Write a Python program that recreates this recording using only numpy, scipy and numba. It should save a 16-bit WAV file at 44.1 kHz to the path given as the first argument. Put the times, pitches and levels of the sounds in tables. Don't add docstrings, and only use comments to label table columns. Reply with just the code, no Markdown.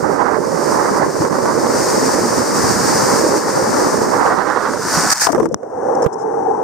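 import sys
import numpy as np
from scipy import signal
from scipy.fft import rfft, irfft, next_fast_len
from scipy.io import wavfile
from scipy.ndimage import map_coordinates
from numba import njit

SR = 44100
rng = np.random.default_rng(int(sys.argv[2]) if len(sys.argv) > 2 else 0)


def log_audio(samples):
    frames = np.atleast_2d(samples).T
    limited = np.clip(frames, -1, 1)
    pcm = np.round(limited * 32767).astype(np.int16)
    wavfile.write(sys.argv[1], SR, pcm)


N = 292383

EXIT_S, EXIT_LENGTH_S = 4.16, 0.45
DUNK_S = 5.265
RIGHT_LATE_S = 0.065

# t/s, level/dB
FLOW_CURVE = [(0.0, -36.5), (0.28, -41.5), (0.69, -30), (0.99, -32.5), (1.01, -36.5), (1.22, -30),
              (1.26, -35), (1.64, -31), (1.8, -24.5), (2.52, -27.5), (2.57, -23.5), (3.08, -23),
              (3.44, -29), (3.86, -27), (4.46, -38.5), (4.65, -37.5), (4.82, -28), (4.95, -17.5),
              (4.98, -19.5), (5.09, -20.5)]
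CRUISE_DB = -25
BEND_S, BEND_LENGTH_S, BEND_EDGE_S = 2.32, 0.8, 0.28
BRAKE_S, BRAKE_LENGTH_S, BRAKE_DB = 5.07, 0.06, 16
SHELTER_S, SHELTER_FADE_S, SHELTER_DB = 0.66, 0.14, 6.5
DUNK_EDGE_S, SPRAY_CUT_S = 0.021, 0.02
SPRAY_DIP_SHARE = 0.57


def ride():
    flow_db = curves(FLOW_CURVE)[0] - CRUISE_DB
    eddies = np.array([wobble(45), wobble(45)])
    outside = ramp(EXIT_S, EXIT_LENGTH_S)
    bend = swell(BEND_S, BEND_LENGTH_S, BEND_EDGE_S)
    braking_db = BRAKE_DB * ramp(BRAKE_S, BRAKE_LENGTH_S)
    shelter_db = SHELTER_DB * (1 - ramp(SHELTER_S, SHELTER_FADE_S)) * np.array([[1], [0]])

    air = buffeting(flow_db, eddies, outside, bend, braking_db, shelter_db)
    shell = shell_rumble(flow_db, eddies, outside, bend, braking_db)
    water = churn(flow_db, eddies, outside, shelter_db)

    dip = dips()
    closing_s = np.array([[DUNK_EDGE_S], [DUNK_EDGE_S + RIGHT_LATE_S]])
    open_ports = 1 - ramp(DUNK_S, closing_s)
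    through_ports = ((air + water) * dip + shell * dip ** 0.7) * open_ports ** 2
    return through_ports + spray(flow_db) * dip ** SPRAY_DIP_SHARE * (1 - ramp(DUNK_S, SPRAY_CUT_S))


# f/Hz, level per Hz/dB
BUFFET_SPECTRUM = [(20, -67), (50, -28), (100, -16), (170, -7.5), (280, -1), (500, 2), (620, -2.5),
                   (720, -18.5), (1000, -14.5), (2000, -58)]
LEFT_BUFFET_DB, RIGHT_BUFFET_DB = -18, -14.5
LEFT_GROWS, RIGHT_GROWS = 0.43, 0.02
EXIT_LOSS_DB, BEND_LEE_DB = 5.5, 4


def buffeting(flow_db, eddies, outside, bend, braking_db, shelter_db):
    air_db = np.array([LEFT_BUFFET_DB + LEFT_GROWS * flow_db, RIGHT_BUFFET_DB + RIGHT_GROWS * flow_db])
    air_db = air_db - EXIT_LOSS_DB * outside - braking_db - BEND_LEE_DB * bend - 0.3 * shelter_db
    noise = rush(BUFFET_SPECTRUM, [(100, 0.073)], grain_db=2, grain_rate=150)
    return amp(air_db + 1.1 * eddies) * noise


# t/s, length/s, level/dB (before eddies), left-right/dB
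JET_EVENTS = [(0.0, 0.2, -20, -25), (0.161, 0.23, -15.5, -21), (0.42, 0.057, -19.5, -22),
              (0.524, 0.35, -22, -20), (0.738, 0.18, -19, -20), (0.913, 0.17, -18, -23),
              (1.198, 0.15, -26, -7), (1.327, 0.092, -20.5, -21), (1.421, .14, -20.5, -13),
              (1.583, 0.046, -20, -10), (2.379, 0.062, -17, 11), (3.3, 0.666, -23, 9),
              (3.966, 0.19, -22.5, -10), (4.107, 0.17, -16, -21), (4.184, 0.17, -14.5, -5.5),
              (4.325, 0.17, -17.5, -19.5), (4.433, 0.28, -19, -26.5)]
# f/Hz, level per Hz/dB
CHURN_SPECTRUM = [(400, -23.5), (680, -5), (830, 1.5), (1050, 0), (1500, -7.5), (2000, -16), (2500, -32.5),
                  (3300, -47), (4500, -34.5), (8000, -71)]
SHEET_SPECTRUM = [(400, -21), (700, 0.5), (1000, 4), (1450, 2.5), (1900, -6.5), (2400, -23.5),
                  (3200, -28.5), (4500, -23), (8000, -67)]
# f/Hz, coherence/1
CHURN_COHERENCE = [(700, 0.072), (1200, 0.43), (2000, 0.52), (4000, 0.15)]
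CHURN_DB, CHURN_GROWS = -20, 0.52
JET_EDGE_S = 0.032


def churn(flow_db, eddies, outside, shelter_db):
    jet_power = 0
    for s, length, db, pan in JET_EVENTS:
        jet_power = jet_power + (amp(db) * panned(pan) * swell(s, length, JET_EDGE_S)) ** 2
    sheets = rush(SHEET_SPECTRUM, [(500, 1.0), (1200, 1.0), (4000, 0.61)], grain_db=2.5, grain_rate=500)
    bulk = rush(CHURN_SPECTRUM, CHURN_COHERENCE, grain_db=2.0, grain_rate=350)
    water = blend(bulk, sheets, outside)
    flow_power = amp(CHURN_DB + CHURN_GROWS * flow_db - shelter_db) ** 2
    return np.sqrt(flow_power + jet_power) * amp(1.73 * eddies) * water


# f/Hz, level per Hz/dB
SPRAY_SPECTRUM = [(700, -19.5), (1700, 0), (2600, -15.5), (3300, -22), (4000, -14), (4700, -1.5), (5500, 0),
                  (6600, -1.5), (7600, -5), (8600, -3.5), (9500, -7.5), (10400, -20.5), (13500, -14),
                  (15700, -27)]
# f/Hz, coherence/1
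SPRAY_COHERENCE = [(3300, 0.87), (5500, 0.53), (9000, 0.11), (15000, 0)]
SPRAY_DB = -22


def spray(flow_db):
    mist = rush(SPRAY_SPECTRUM, SPRAY_COHERENCE, grain_db=0.5, grain_rate=1100)
    droplets = rush(SPRAY_SPECTRUM, SPRAY_COHERENCE, grain_db=4.0, grain_rate=1300)
    return amp(SPRAY_DB + flow_db + 0.8 * wobble(30)) * blend(mist, droplets, ramp(4.63, 0.64))


RUMBLE_DB, RUMBLE_GROWS, BEND_RUMBLE_DB = -26.5, 0.55, 5


def shell_rumble(flow_db, eddies, outside, bend, braking_db):
    level_db = RUMBLE_DB + RUMBLE_GROWS * flow_db + BEND_RUMBLE_DB * bend - 1.8 * outside - 0.5 * braking_db
    return amp(level_db) * panned(-2.5) * rumble(eddies)


# t/s, level/dB (before onset and pan), f/Hz, left-right/dB
BUMP_EVENTS = [(0.025, -12, 150, -14), (1.202, -5.5, 149, 10), (1.211, -1.5, 322, -6), (1.239, -8, 227, 6),
               (1.262, -14, 190, -6), (1.547, -3.5, 336, -7), (1.801, -15, 293, 3), (2.06, -7, 264, -19),
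               (2.15, -6, 300, -7), (2.39, -3.5, 246, -12), (2.758, -4, 203, -9), (2.804, -10, 170, 4),
               (3.371, -7, 312, -13), (4.01, -6, 229, 5), (4.735, -7.5, 577, -13), (4.791, -7, 443, -16),
               (4.97, -4, 169, -15)]
BUMP_T60_S = 0.062


def bumps():
    out, t = np.zeros((2, N)), np.arange(SR // 8) / SR
    for s, db, hz, pan in BUMP_EVENTS:
        modes = np.sin(2 * np.pi * hz * t) + 0.26 * np.sin(2 * np.pi * 125 * t)
        thud = modes * amp(-60 * t / BUMP_T60_S) * (1 - np.exp(-t / 0.006))
        add(out, s, amp(db) * panned(pan) * thud)
    return out


# t/s, relative level/dB, left-right/dB, tick above the drop/dB
DROP_EVENTS = [(0.274, -15, -14, -32), (1.251, -5, -22, -25), (1.327, -7, -15, -30), (1.457, -6, -8, -16),
               (1.669, -5.5, -12, -19), (4.501, -6.5, -16, -16), (4.664, -9, 7, -29), (4.736, -7, -22, -25),
               (5.105, -15, 0, -3), (5.121, -16, -1, -2), (5.131, -19, 0, -1), (5.221, -10, -3, -9),
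               (5.348, -11, -14, -8), (5.544, -4, 19, -5.5)]
# t/s, relative level/dB, length/s
SPATTER_EVENTS = [(5.101, 1.5, 0.0075), (5.113, 1.5, 0.024), (5.205, -0.5, 0.032), (5.23, -3.5, 0.029),
                  (5.276, -20.5, 0.039), (5.317, -12, 0.014), (5.488, -28, 0.0043), (5.518, -31, .014),
                  (5.95, -22.5, .007), (6.02, -18, 0.014), (6.035, -24, 0.015), (6.126, -25, 0.02),
                  (6.18, -32.5, 0.057)]
# f/Hz, level per Hz/dB
POP_SPECTRUM = [(25, -35), (100, -3.5), (500, 6.5), (1100, 8), (1800, -3), (2600, -23), (4000, -27.5),
                (8000, -40)]
TICK_SPECTRUM = [(1500, -37), (3000, -14), (4200, -25), (5400, 9.5), (7000, 2), (9000, -3), (10500, -15.5),
                 (14000, -28)]


def drops():
    pops, ticks, spatter = np.zeros((3, 2, N))
    t = np.arange(SR // 12) / SR
    for s, db, pan, tick_db in DROP_EVENTS:
        add(pops, s, amp(db + 13.5) * panned(pan))
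        add(ticks, s, amp(db + tick_db - 1.0 - 60 * t / 0.0061) * rng.standard_normal((2, len(t))))
    for s, db, length in SPATTER_EVENTS:
        u = np.minimum(t / max(length, 0.002), 1)
        burst = np.sin(np.pi * u ** 0.95) ** 2
        add(spatter, s, amp(db - 15.0) * burst ** 0.18 * rng.laplace(size=(2, len(t))))
    wet = ramp(5.38, 0.08)
    on_wet = coloured(ticks + wet * spatter, TICK_SPECTRUM)
    return coloured(pops, POP_SPECTRUM) + on_wet + coloured((1 - wet) * spatter, SPRAY_SPECTRUM)


# t/s, relative level/dB, initial f/Hz, left-right/dB, relative crack level/dB
SLAP_AND_PLOP_EVENTS = [(5.269, -5.5, 814, 31, 2.5), (5.289, -8.5, 703, 42, -3), (5.301, -10, 296, 24, -6),
                        (5.33, -12.5, 620, 24, 1.5), (5.348, -7.5, 399, -29, -1.5),
                        (5.359, -9, 400, -7, -7), (5.379, -3, 532, 19, -14.5), (5.399, -6.5, 443, 14, -4.5),
                        (5.429, -12, 342, -18, -4.5), (5.456, -5.5, 463, 22, -7.5),
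                        (5.512, -10.5, 498, 13, -32), (5.631, -16, 517, -21, -13.5),
                        (6.023, -3.5, 505, -4, -15), (6.043, -4.5, 496, -16, -13),
                        (6.062, -4.5, 478, -33, -10), (6.466, -11, 778, 15, -24), (6.51, -13, 782, 15, -25)]
RING_T60_S = 0.053


def slaps_and_plops():
    rings, cracks, t = np.zeros((2, N)), np.zeros((2, N)), np.arange(SR // 6) / SR
    for s, db, hz, pan, crack_db in SLAP_AND_PLOP_EVENTS:
        strength = amp(db + 3.5) * panned(pan)
        cycles = hz * (t - 0.73 * t ** 2)
        envelope = amp(-60 * t / RING_T60_S) * (1 - np.exp(-t / 0.0021))
        add(rings, s, strength * np.sin(2 * np.pi * cycles) * envelope)
        add(cracks, s, strength * amp(crack_db - 2.5 - 60 * t / 0.036) * rng.standard_normal(len(t)))
    return rings + coloured(cracks, POP_SPECTRUM) + amp(-21) * coloured(cracks, SPRAY_SPECTRUM)


# f/Hz, level per Hz/dB
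SHOVE_CRACK_SPECTRUM = [(300, 3.5), (1500, 0), (3500, -1), (5000, -25), (12000, -17)]
SHOVE_S, SHOVE_DB, SHOVE_HZ, SHOVE_CRACK_DB = 6.062, -5.5, 152, -23.5


def shove():
    thump, crack, t = np.zeros((2, N)), np.zeros((2, N)), np.arange(SR // 12) / SR
    tone = np.sin(2 * np.pi * SHOVE_HZ * t) * amp(-60 * t / 0.04)
    noise = rng.standard_normal(len(t)) * amp(-60 * t / 0.029)
    add(thump, SHOVE_S, amp(SHOVE_DB) * panned(-29) * tone)
    add(crack, SHOVE_S, amp(SHOVE_CRACK_DB) * panned(-22) * noise)
    return thump + coloured(crack, SHOVE_CRACK_SPECTRUM)


def gurgle(count=16):
    out, t = np.zeros((2, N)), np.arange(SR // 12) / SR
    for when, height, weakness, side in rng.random((count, 4)):
        hz = 330 * 4.1 ** height
        life = 11 / hz
        tone = np.sin(2 * np.pi * hz * t * (1 + 0.095 * t / life))
        bubble = tone * amp(-40 * t / life) * (1 - np.exp(-t / 0.00067))
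        level_db = -7 - 10 * weakness - 4.1 * height
        add(out, 5.33 + 0.12 * when, amp(level_db) * panned(30 * (side - 0.5)) * bubble)
    return out


# f/Hz, level per Hz/dB
POOL_SPECTRUM = [(25, -37), (80, -13), (160, -3.5), (300, 2.5), (500, 3.5), (1000, 4), (1700, 1.5),
                 (2500, -17), (3500, -30), (9000, -49)]
FIZZ_SPECTRUM = [(1800, -7), (2400, -28), (2850, -18), (3500, -32), (4400, -28), (5200, -10), (5800, 1),
                 (6800, -10), (9200, -11), (10600, -27), (15000, -29)]
# f/Hz, coherence/1
POOL_COHERENCE = [(100, 1), (500, 0.63), (1500, 1), (6000, 0.23), (10000, .3)]
LEFT_FILM_HZ, RIGHT_FILM_HZ = 813, 512
LEFT_SAG, RIGHT_SAG = 0.43, 0.3
SOAK_S, DRAIN_AT_S, DRAIN_S = 0.06, 5.49, 0.13
REWET_S, REWET_SAG = 6.07, 0.12
SETTLE_S, SETTLE_GAIN_DB = 0.27, 4.5
LEFT_WASH_DB, RIGHT_WASH_DB = -15.5, -14
GUSH_DB, CROSSTALK_DB = 4, -17.5
GUSH_RISE_S, RIGHT_RISE_S = 0.086, 0.013
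DUNK_LENGTH_S, DUNK_RUMBLE_DB, POOL_RUMBLE_DB = 0.31, -26.5, -42.5
FOAM_DB, FOAM_FADE_DB_PER_S = -40.5, 6.5
UNDER_S, UNDER_LENGTH_S, UNDER_HUSH_DB, UNDER_FIZZ_DB = 5.463, 0.1, 9, 16


def pool():
    t = np.arange(N) / SR
    load = ramp(DUNK_S, SOAK_S) * np.exp(-np.maximum(t - DRAIN_AT_S, 0) / DRAIN_S)
    rewet, settled = ramp(REWET_S, 0.02), ramp(REWET_S, SETTLE_S)
    wash = rush(POOL_SPECTRUM, POOL_COHERENCE, grain_db=1.2, grain_rate=420)

    left_hz = LEFT_FILM_HZ * (1 - LEFT_SAG * load)
    right_hz = RIGHT_FILM_HZ * (1 - RIGHT_SAG * load - REWET_SAG * rewet)
    left_leak = 0.99 * (1 - 0.9 * load) * (1 - 0.99 * settled)
    left = film(wash[0], left_hz, damping=0.094, leak=left_leak)
    right = film(wash[1], right_hz, damping=0.071, leak=0.5 - 0.21 * rewet)
    left = amp(LEFT_WASH_DB + GUSH_DB * load + SETTLE_GAIN_DB * settled) * left
    right = amp(RIGHT_WASH_DB) * right
    ports = np.array([left + amp(CROSSTALK_DB) * right, right])

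    dunk = swell(DUNK_S, DUNK_LENGTH_S, DUNK_EDGE_S)
    low = (amp(DUNK_RUMBLE_DB) * dunk + amp(POOL_RUMBLE_DB)) * rumble(wobble(45))
    foam = rush(FIZZ_SPECTRUM, POOL_COHERENCE, grain_db=1.5, grain_rate=510)
    fizz = amp(FOAM_DB - FOAM_FADE_DB_PER_S * (t - DUNK_S)) * foam

    under, dip = swell(UNDER_S, UNDER_LENGTH_S, 0.0089), dips()
    left_covered = ramp(DUNK_S, GUSH_RISE_S) ** 0.52
    covered = np.array([left_covered, ramp(DUNK_S + RIGHT_LATE_S, RIGHT_RISE_S)])
    muffled = (ports * amp(-UNDER_HUSH_DB * under) * dip + low) * covered
    return muffled + fizz * amp(-UNDER_FIZZ_DB * under) * dip ** 1.04 * ramp(DUNK_S, 0.013)


def film(x, hz, damping, leak):
    step = 2 * np.pi * hz * (1 + 0.017 * wobble(25)) / SR
    ring = unit(resonate(x, step, damping))
    return unit(ring + leak * unit(resonate(x, step, 0.35)))


@njit
def resonate(x, step, damping):
    y = np.zeros(len(x))
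    place, speed = 0.0, 0.0
    for i in range(len(x)):
        speed += step[i] * (x[i] - place - damping * speed)
        place += step[i] * speed
        y[i] = place
    return y


# f/Hz, level per Hz/dB
RUMBLE_SPECTRUM = [(25, -45), (60, -15), (100, -8.5), (150, -1.5), (240, -1.5), (330, -1.5), (430, -10),
                   (900, -65)]


def rumble(eddies):
    return amp(2.5 * eddies) * rush(RUMBLE_SPECTRUM, [(100, 0.056)], grain_db=3.0, grain_rate=70)


# t/s, depth/dB (negative is a rise), end of recovery after t/s
DIP_EVENTS = [(0.385, -1.5, .07), (1.072, 4, 0.16), (1.285, 7, 0.047), (3.383, 3.5, 0.17),
              (4.75, 4.5, 0.66), (5.13, 12.5, 0.14), (5.549, 19, 0.34), (6.068, 10.5, 0.28)]
DIP_ATTACK_S = 0.0046


def dips():
    depth_db = sum(db * ramp(s, DIP_ATTACK_S) * (1 - ramp(s, back)) for s, db, back in DIP_EVENTS)
    return amp(-depth_db)


def rush(spectrum, alike, grain_db, grain_rate):
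    clumps = amp(grain_db * np.array([wobble(grain_rate), wobble(grain_rate)]))

    def mid_side(hz):
        turn = np.arccos(np.clip(along(alike, hz), -1, 1)) / 2
        return amp(along(spectrum, hz)) * [np.cos(turn), np.sin(turn)]

    mid, side = filtered(clumps * rng.standard_normal((2, N)), mid_side)
    return unit(np.array([mid + side, mid - side]))


def coloured(x, spectrum, size=2048):
    cepstrum = irfft(np.log(amp(along(spectrum, np.fft.rfftfreq(size, 1 / SR)))))
    cepstrum[1:size // 2] *= 2
    cepstrum[size // 2 + 1:] = 0
    pulse = irfft(np.exp(rfft(cepstrum)))
    return signal.fftconvolve(x, pulse[None] / np.linalg.norm(pulse), axes=1)[:, :N]


def filtered(x, response):
    m = next_fast_len(N + SR // 2)
    return irfft(rfft(x, m) * response(np.fft.rfftfreq(m, 1 / SR)), m)[..., :N]


def blend(first, second, share):
    return np.cos(share * np.pi / 2) * first + np.sin(share * np.pi / 2) * second


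def panned(pan_db):
    gains = amp(np.array([pan_db, -pan_db]) / 2).reshape(2, -1)
    return gains / np.sqrt(np.mean(gains ** 2, axis=0))


def add(track, s, sound):
    part = track[:, round(s * SR):][:, :sound.shape[1]]
    part += sound[:, :part.shape[1]]


def wobble(rate):
    return map_coordinates(rng.standard_normal(int(N * rate / SR) + 4), [np.arange(N) * rate / SR])


def swell(start, length, edge):
    return ramp(start, edge) * (1 - ramp(start + length - edge, edge))


def ramp(start, length):
    return np.clip((np.arange(N) / SR - start) / length, 0, 1)


def curves(rows):
    s, *cols = np.transpose(rows)
    return [np.interp(np.arange(N) / SR, s, c) for c in cols]


def along(points, hz):
    f, v = np.transpose(points)
    return np.interp(np.log(hz + 1), np.log(f + 1), v)


def amp(db):
    return 10 ** (np.asarray(db) / 20)


def unit(x):
    return x / np.sqrt(np.mean(x ** 2) + 1e-20)


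def scene():
    return ride() + bumps() + drops() + slaps_and_plops() + shove() + gurgle() + pool()


def record(dry):
    rounded = dry / (1 + np.abs(dry) ** 6) ** (1 / 6)
    return filtered(rounded, lambda hz: hz < 15700)


dry = scene()
out = record(dry)
log_audio(out)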